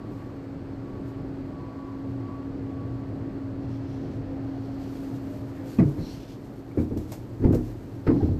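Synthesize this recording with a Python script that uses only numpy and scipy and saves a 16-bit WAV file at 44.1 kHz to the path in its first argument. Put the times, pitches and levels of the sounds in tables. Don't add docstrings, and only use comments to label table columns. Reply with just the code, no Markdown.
import sys
import numpy as np
from scipy import signal
from scipy.fft import rfft, irfft
from scipy.io import wavfile

SR = 44100
rng = np.random.default_rng(int(sys.argv[2]) if len(sys.argv) > 2 else 0)


def generate_wav(signal):
    frames = np.transpose(np.atleast_2d(signal))
    scaled = np.clip(frames, -1, 1) * 32767
    pcm = np.round(scaled).astype(np.int16)
    wavfile.write(sys.argv[1], SR, pcm)


N = 369999
TIME = np.arange(N) / SR

# time in seconds, level in dB before turning away.
HUM_LEVELS = [(0, -44), (.6, -41), (1.5, -40.5), (2.1, -38.5), (3.6, -40), (4.5, -35.5), (5.7, -39.5)]


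def footsteps(flatten_s=0.014, flatten_db=-6, plank_boost_db=4, crack_fade_s=0.42):
    # start in seconds, floor level
    # in dB, plank level in dB before its boost, plank pitch in Hz, plank fade time in seconds,
    # beam level in dB, crack level in dB. The levels set how strongly each part is struck.
    blows = [(5.787, -21.5, -1.5, 228, 0.041, -31.5, -45), (5.8, -34, -7.5, 164, 0.055, -38, -46),
             (5.816, -31, -5.5, 158, 0.062, -47, -48), (5.826, -39, -17, 315, 0.08, -50, -55),
             (5.855, -38, -10.5, 140, 0.069, -40, -67), (5.875, -36, -19, 140, 0.18, -46, -74),
             (5.977, -31.5, -27, 290, .07, -37, -51), (6.007, -39, -20, 150, 0.043, -35.5, -65),
             (6.773, -23.5, -8.5, 332, 0.04, -31, -50), (6.786, -30, -17, 300, 0.036, -38, -53),
             (6.909, -27, -13, 327, 0.03, -33, -63), (6.965, -31, -16.5, 270, 0.037, -32, -75),
             (7.398, -33.5, -20, 110, .06, -35, -59), (7.418, -31, -18, 120, 0.054, -37, -52),
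             (7.439, -23, -1, 310, 0.022, -26, -47), (7.451, -27, -1, 90, 0.048, -26, -51),
             (7.456, -26, -6.5, 215, .05, -38, -60), (7.487, -25.5, -6, 140, 0.044, -38, -71),
             (7.502, -27, -14, 272, 0.095, -52, -55), (7.529, -26, -9, 110, 0.035, -26.5, -48),
             (7.546, -27, -23, 480, 0.097, -33, -56), (7.574, -35, -19, 300, 0.037, -36, -63),
             (8.066, -22, -14, 437, 0.045, -47, -37), (8.084, -24.5, -6, 100, 0.032, -29, -46.5),
             (8.087, -21, -8.5, 318, 0.048, -40, -49), (8.101, -29.5, -13.5, 430, 0.05, -46, -49),
             (8.113, -25.5, -10, 250, 0.057, -50, -65), (8.149, -31, -12, 160, .04, -43, -62),
             (8.163, -28, -18, 284, .11, -43, -52), (8.218, -28, -15, 100, .04, -27, -53),
             (8.23, -25.5, -11.5, 300, 0.042, -35, -60), (8.258, -29, -17, 270, 0.071, -33, -59),
             (8.29, -33, -21, 124, 0.088, -33, -65), (8.311, -31.5, -15, 115, 0.042, -29, -68),
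             (8.339, -34, -18, 95, 0.07, -36, -66)]
    # pitch in Hz, relative level in dB, fade time in seconds.
    floor_notes = [(120, -5, 0.6), (147.5, -8.5, 0.34), (167, -5, 0.25), (216, -5, 0.28), (243.2, -1, 0.32),
                   (275.6, -3.5, 0.2), (306.5, -4.5, 0.62), (345.8, -3, 0.25), (406.7, -6, 0.24),
                   (473, -7, 0.12), (524, -9, 0.15), (635, -10, 0.066), (930, -27.5, 0.15)]
    # pitch in Hz, relative level in dB, fade time in seconds.
    beam_notes = [(34.2, -1, 0.18), (46.3, -6.5, 1), (65.2, -10, 0.29), (84.9, 6.5, 0.4),
                  (113.8, -5.5, 0.65)]
    # frequency in Hz, relative level in dB.
    boom_colour = [(50, -20), (100, -23), (150, -3), (300, -11.5), (420, -4.5), (600, -17), (900, -9),
                   (1500, -19.5), (3000, -46)]
    crack_colour = [(400, -26), (800, -23), (1150, 17), (1550, 14), (2050, 11.5), (2700, 1), (3500, -5.5),
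                    (5200, -3.5), (6500, -41), (14000, -37)]
    out, t = np.zeros(N), TIME[:2 ** 15]
    for start, floor_db, plank_db, plank_hz, plank_fade_s, beam_db, crack_db in blows:
        plank = np.sin(2 * np.pi * plank_hz * t) * rise(t, 0.0043) * fade(t, plank_fade_s)
        thud = ring(beam_notes, t) * rise(t, 0.0051)
        crack = echoes(crack_colour, t) * rise(t, 0.0019) * fade(t, crack_fade_s)
        add(out, start, from_db(plank_db + plank_boost_db) * plank)
        add(out, start, from_db(beam_db) * thud + from_db(crack_db) * crack)
        cutoff_hz = 615 * 2 ** ((crack_db + 45) / 52)
        soften = signal.butter(2, cutoff_hz, fs=SR, output="sos")
        flat_at = start + flatten_s * (1 + 0.206 * rng.uniform(-1.084, 1))
        for touch_at, touch_db in ((start, floor_db), (flat_at, floor_db + flatten_db)):
            floor = from_db(-1) * ring(floor_notes, t) + from_db(-9) * echoes(boom_colour, t)
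            add(out, touch_at, from_db(touch_db) * signal.sosfilt(soften, floor))
    return out


def heel_clicks(rise_s=0.00082, roughness=0.41):
    # start in seconds, level in dB, pitch in Hz, fade time in seconds.
    taps = [(5.785, -39, 2476, 0.09), (5.788, -34.5, 1120, 0.064), (5.796, -32.5, 2040, 0.045),
            (5.801, -24, 660, 0.07), (6.713, -50, 2310, 0.068), (6.786, -45.5, 2300, 0.088),
            (7.44, -43.5, 2000, 0.08), (7.446, -30, 877, 0.078), (7.473, -33, 726, 0.094),
            (7.531, -29, 637, 0.12), (8.073, -31, 1290, 0.045), (8.075, -36, 1950, .06),
            (8.101, -35.5, 1030, 0.12)]
    out, t = np.zeros(N), TIME[:2 ** 13]
    for start, db, hz, fade_s in taps:
        phase = phase_of(hz * (1 + roughness * rng.standard_normal(len(t))))
        add(out, start, from_db(db) * rise(t, rise_s) * fade(t, fade_s) * np.sin(phase))
    return out


def board_creaks(overtone_db=-20, jitter=0.15):
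    # start in seconds, level in dB, length in seconds, pitch in Hz.
    squeaks = [(8.2, -32.5, 0.026, 795), (8.227, -39, 0.017, 760), (8.279, -39, 0.018, 767)]
    out = np.zeros(N)
    for start, db, length, hz in squeaks:
        swell = np.hanning(int(length * SR))
        phase = phase_of(hz * (1 + jitter * rng.standard_normal(len(swell))))
        add(out, start, from_db(db) * swell * (np.sin(phase) + from_db(overtone_db) * np.sin(2 * phase)))
    return out


def sole_scuffs(grain_db=1.0, echo_db=-6, echo_fade_s=0.31):
    # start in seconds, level in dB, rise time in seconds, fade time in seconds.
    scuffs = [(6.714, -67, .004, .12), (6.971, -45.5, 0.0035, 0.085), (7.116, -39, 0.0055, 0.13),
              (7.522, -49, 0.004, 0.14), (7.544, -44.5, 0.002, 0.08)]
    # frequency in Hz, relative level in dB.
    scuff_colour = [(600, 12), (1400, -5.5), (2200, -5), (3100, -10.5), (5000, -7), (7000, -7.5),
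                    (8600, -11), (10000, -17), (11800, -8), (14000, -11)]
    strokes, t = np.zeros(N), TIME[:SR // 2]
    for start, db, rise_s, fade_s in scuffs:
        after_peak = np.maximum(t - rise_s, 0)
        fall = np.hypot(fade(after_peak, fade_s), from_db(echo_db) * fade(after_peak, echo_fade_s))
        add(strokes, start, from_db(db) * np.minimum(t / rise_s, 1) * fall)
    return strokes * noise(scuff_colour) * from_db(grain_db * drift(700))


def fan_hum(shaft_hz=30.245, wander=0.0014, turn_loss_db=8):
    # multiple of the turning rate, relative level in dB.
    tones = [(9, 1), (10, -26.5), (16, -31.5), (17, -25), (20, -27)]
    shaft_angle = phase_of(shaft_hz * (1 + wander * drift(2.97)))
    hum = 0
    for multiple, db in tones:
        waver_db = 1.5 if multiple == tones[0][0] else 5.5
        hum += from_db(db + waver_db * drift(6)) * tone(multiple * shaft_angle + 2 * np.pi * rng.random())
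    return hum * level(HUM_LEVELS) * from_db(-turn_loss_db * turned())


def fan_whistle(hz=1133, jitter=0.47, waver_db=3):
    # time in seconds, level in dB.
    whistle_levels = [(0, -55), (.15, -56.5), (.38, -62), (.5, -72), (.75, -69), (.85, -61), (1.17, -56.5),
                      (1.37, -73), (1.58, -53), (1.9, -52), (2.11, -71), (2.27, -52), (2.4, -52),
                      (2.55, -71), (2.72, -58.5), (3.05, -56), (3.15, -65), (3.48, -62.5), (3.7, -80)]
    whistle = tone(2 * np.pi * hz * TIME + jitter * drift(60))
    return level(whistle_levels) * whistle * from_db(waver_db * drift(25))


def air_rumble(flow_db=-37.5, turn_loss_db=3, between_spots_db=-53.5):
    # middle and length in seconds, level in dB.
    loud_spots = [(.7, 0.42, -45), (2.1, 0.43, -39.5), (2.9, 0.67, -41), (4.05, 1.66, -39),
                  (5.45, 0.3, -39), (7.8, 1.4, -45.5)]
    # frequency in Hz, relative level in dB.
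    rumble_colour = [(20, -11.5), (50, -3.5), (70, -3.5), (90, -2), (118, 5.5), (135, -2), (152, 0),
                     (178, -5), (207, -1.5), (250, -4.5), (300, 1.5), (370, -4), (450, -10), (600, -17.5)]
    standing_colour = [(65, -19), (84, -10), (99, -2.5), (108, -1.5), (118, 2), (128, -9.5), (142, -11.5)]
    rumble = from_db(flow_db - turn_loss_db * turned()) * nearness() ** 0.16 * noise(rumble_colour)
    standing = (swells(loud_spots) + from_db(between_spots_db)) * noise(standing_colour)
    return (rumble + standing) * from_db(1.02 * drift(9))


def air_rush(rush_db=-50, flicker_db=-69.5, turn_loss_db=3):
    # middle and length in seconds, level in dB.
    breathy_swells = [(1.65, .16, -51.5), (1.88, .26, -56), (2.3, .1, -54)]
    # frequency in Hz, relative level in dB.
    rush_colour = [(300, -23), (480, -2.5), (620, -2.5), (800, -5.5), (1050, -10), (1400, -13),
                   (2000, -19.5), (2800, -25), (3700, -29.5), (4400, -26), (5800, -36.5), (8100, -39.5),
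                   (9700, -50.5), (13000, -46)]
    hollow_colour = [(480, -14.5), (700, 6), (900, -14.5), (1150, -18)]
    breathy_colour = [(930, -29), (995, 5), (1025, -3), (1090, -29)]
    flicker_colour = [(1300, -16.5), (1600, 0.5), (1850, 2.5), (2150, -3.5), (2700, -8)]
    rush = from_db(rush_db) * nearness() ** 0.051 * noise(rush_colour)
    hollow = swells([(4.65, 1.3, -52.5)]) * noise(hollow_colour)
    breathy = swells(breathy_swells) * noise(breathy_colour)
    flicker = from_db(flicker_db + 3 * drift(14)) * noise(flicker_colour)
    return (rush + flicker) * from_db(-turn_loss_db * turned()) + hollow + breathy


def clothes_rustle(still_db=-78.5, walking_db=-67.5, grain_db=1.0):
    # middle and length in seconds, level in dB.
    rubs = [(.18, 0.31, -70), (.9, .06, -77), (1.09, 0.12, -72), (1.4, 0.07, -82), (5.17, 1, -63.5),
            (5.73, 0.15, -58), (5.88, 0.16, -65.5), (6.09, 0.23, -58.5), (6.29, 0.1, -66),
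            (6.82, 0.092, -61), (7.06, 0.17, -63), (7.68, 0.12, -60.5)]
    swishes = [(3.7, 0.15, -66), (3.96, 0.42, -64.5), (4.85, 1, -67), (5.72, 0.25, -73), (6.1, 0.17, -54.5),
               (6.27, 0.19, -59), (8.2, 0.33, -65.5)]
    # frequency in Hz, relative level in dB.
    rub_colour = [(1200, -8.5), (2300, 0), (3300, -0.5), (4500, -0.5), (5400, -1), (7800, -3), (9000, -7.5),
                  (11000, -8.5), (12200, -2), (14000, -6)]
    swish_colour = [(1200, -16), (2200, -2), (3300, 1.5), (3800, -1.5), (4300, 1.5), (4650, -3),
                    (5000, -0.5), (5900, -2.5), (6700, -10.5), (9000, -18.5), (12000, -23.5), (14000, -21)]
    rustle = from_db(still_db + (walking_db - still_db) * turned())
    cloth = np.hypot(rustle, swells(rubs)) * noise(rub_colour) + swells(swishes) * noise(swish_colour)
    return cloth * from_db(grain_db * drift(400) + 1.5 * drift(30))


def sleeve_zips(width_hz=850):
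    # middle and length in seconds, level in dB, pitch in Hz, glide in octaves per second.
    sweeps = [(4.75, .6, -71, 4450, 0), (5.74, 0.11, -62.5, 4400, .3), (6.04, .09, -56, 4160, -.6),
              (6.113, .11, -57, 4320, .9), (6.082, 0.14, -61, 5620, .3), (8.24, .3, -68, 4240, .3)]
    out = 0
    for middle, length, db, hz, glide in sweeps:
        phase = phase_of(hz * 2 ** (glide * np.clip(TIME - middle, -length, length)))
        hiss = drift(width_hz) * np.cos(phase) + drift(width_hz) * np.sin(phase)
        out += swells([(middle, length, db)]) * hiss
    return out


def motor_whine(waver_db=2):
    # pitch in Hz, level in dB.
    tones = [(4267, -89), (8062, -92)]
    return sum(from_db(db + waver_db * drift(1.6)) * tone(2 * np.pi * hz * TIME + 2 * drift(40))
               for hz, db in tones)


def echoes(colour, t):
    # frequency in Hz, fade time in seconds.
    fade_times = [(100, 0.6), (300, 1), (700, 0.24), (2000, 0.32), (10000, .16)]
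    spectrum = rfft(noise(colour, size=len(t)))
    octave = np.round(np.log2(np.maximum(np.fft.rfftfreq(len(t), 1 / SR), 64)))
    return sum(irfft(spectrum * (octave == k), len(t)) * fade(t, at_hz(fade_times, 2 ** k))
               for k in np.unique(octave))


def ring(notes, t):
    shares_db = 1.5 * rng.standard_normal(len(notes))
    return sum((-1) ** k * from_db(db + shares_db[k]) * fade(t, fade_s) * np.sin(2 * np.pi * hz * t)
               for k, (hz, db, fade_s) in enumerate(notes))


def turned(start_s=5.52, length_s=0.85):
    return np.clip((TIME - start_s) / length_s, 0, 1)


def nearness():
    return rms_one(level(HUM_LEVELS))


def swells(rows, squareness=2.36):
    return sum(from_db(db) * np.exp(-np.abs(2 * (TIME - middle) / length) ** squareness)
               for middle, length, db in rows)


def noise(colour, size=N):
    hz = np.fft.rfftfreq(size, 1 / SR)
    ends = np.minimum(1, hz / colour[0][0]) ** 2 * np.minimum(1, colour[-1][0] / (hz + 1)) ** 4
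    return rms_one(irfft(rfft(rng.standard_normal(size)) * from_db(at_hz(colour, hz)) * ends, size))


def drift(per_second):
    points = rng.standard_normal(int(N / SR * per_second) + 2)
    return rms_one(np.interp(TIME * per_second, np.arange(len(points)), points))


def rise(t, seconds):
    return 1 - np.exp(-t / seconds)


def fade(t, seconds):
    return from_db(-60 * t / seconds)


def tone(phase):
    return np.sqrt(2) * np.sin(phase)


def phase_of(hz):
    return 2 * np.pi * np.cumsum(hz) / SR


def level(rows):
    return from_db(np.interp(TIME, *np.transpose(rows)))


def at_hz(rows, hz):
    frequencies, values = np.transpose(rows)
    return np.interp(np.log(hz + 1e-9), np.log(frequencies), values)


def from_db(db):
    return 10 ** (np.asarray(db) / 20)


def rms_one(x):
    return x / np.sqrt(np.mean(x ** 2) + 1e-20)


def add(out, start_s, sound):
    start = int(start_s * SR)
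    out[start:start + len(sound)] += sound[:N - start]


def scene():
    fan = fan_hum() + fan_whistle() + motor_whine() + air_rumble() + air_rush()
    steps = footsteps() + heel_clicks() + board_creaks() + sole_scuffs()
    return (fan + steps + clothes_rustle() + sleeve_zips())[None]


def record(dry):
    cutoff_hz = 14150
    return signal.sosfilt(signal.ellip(12, .1, 80, cutoff_hz, fs=SR, output="sos"), dry)


dry = scene()
out = record(dry)
generate_wav(out)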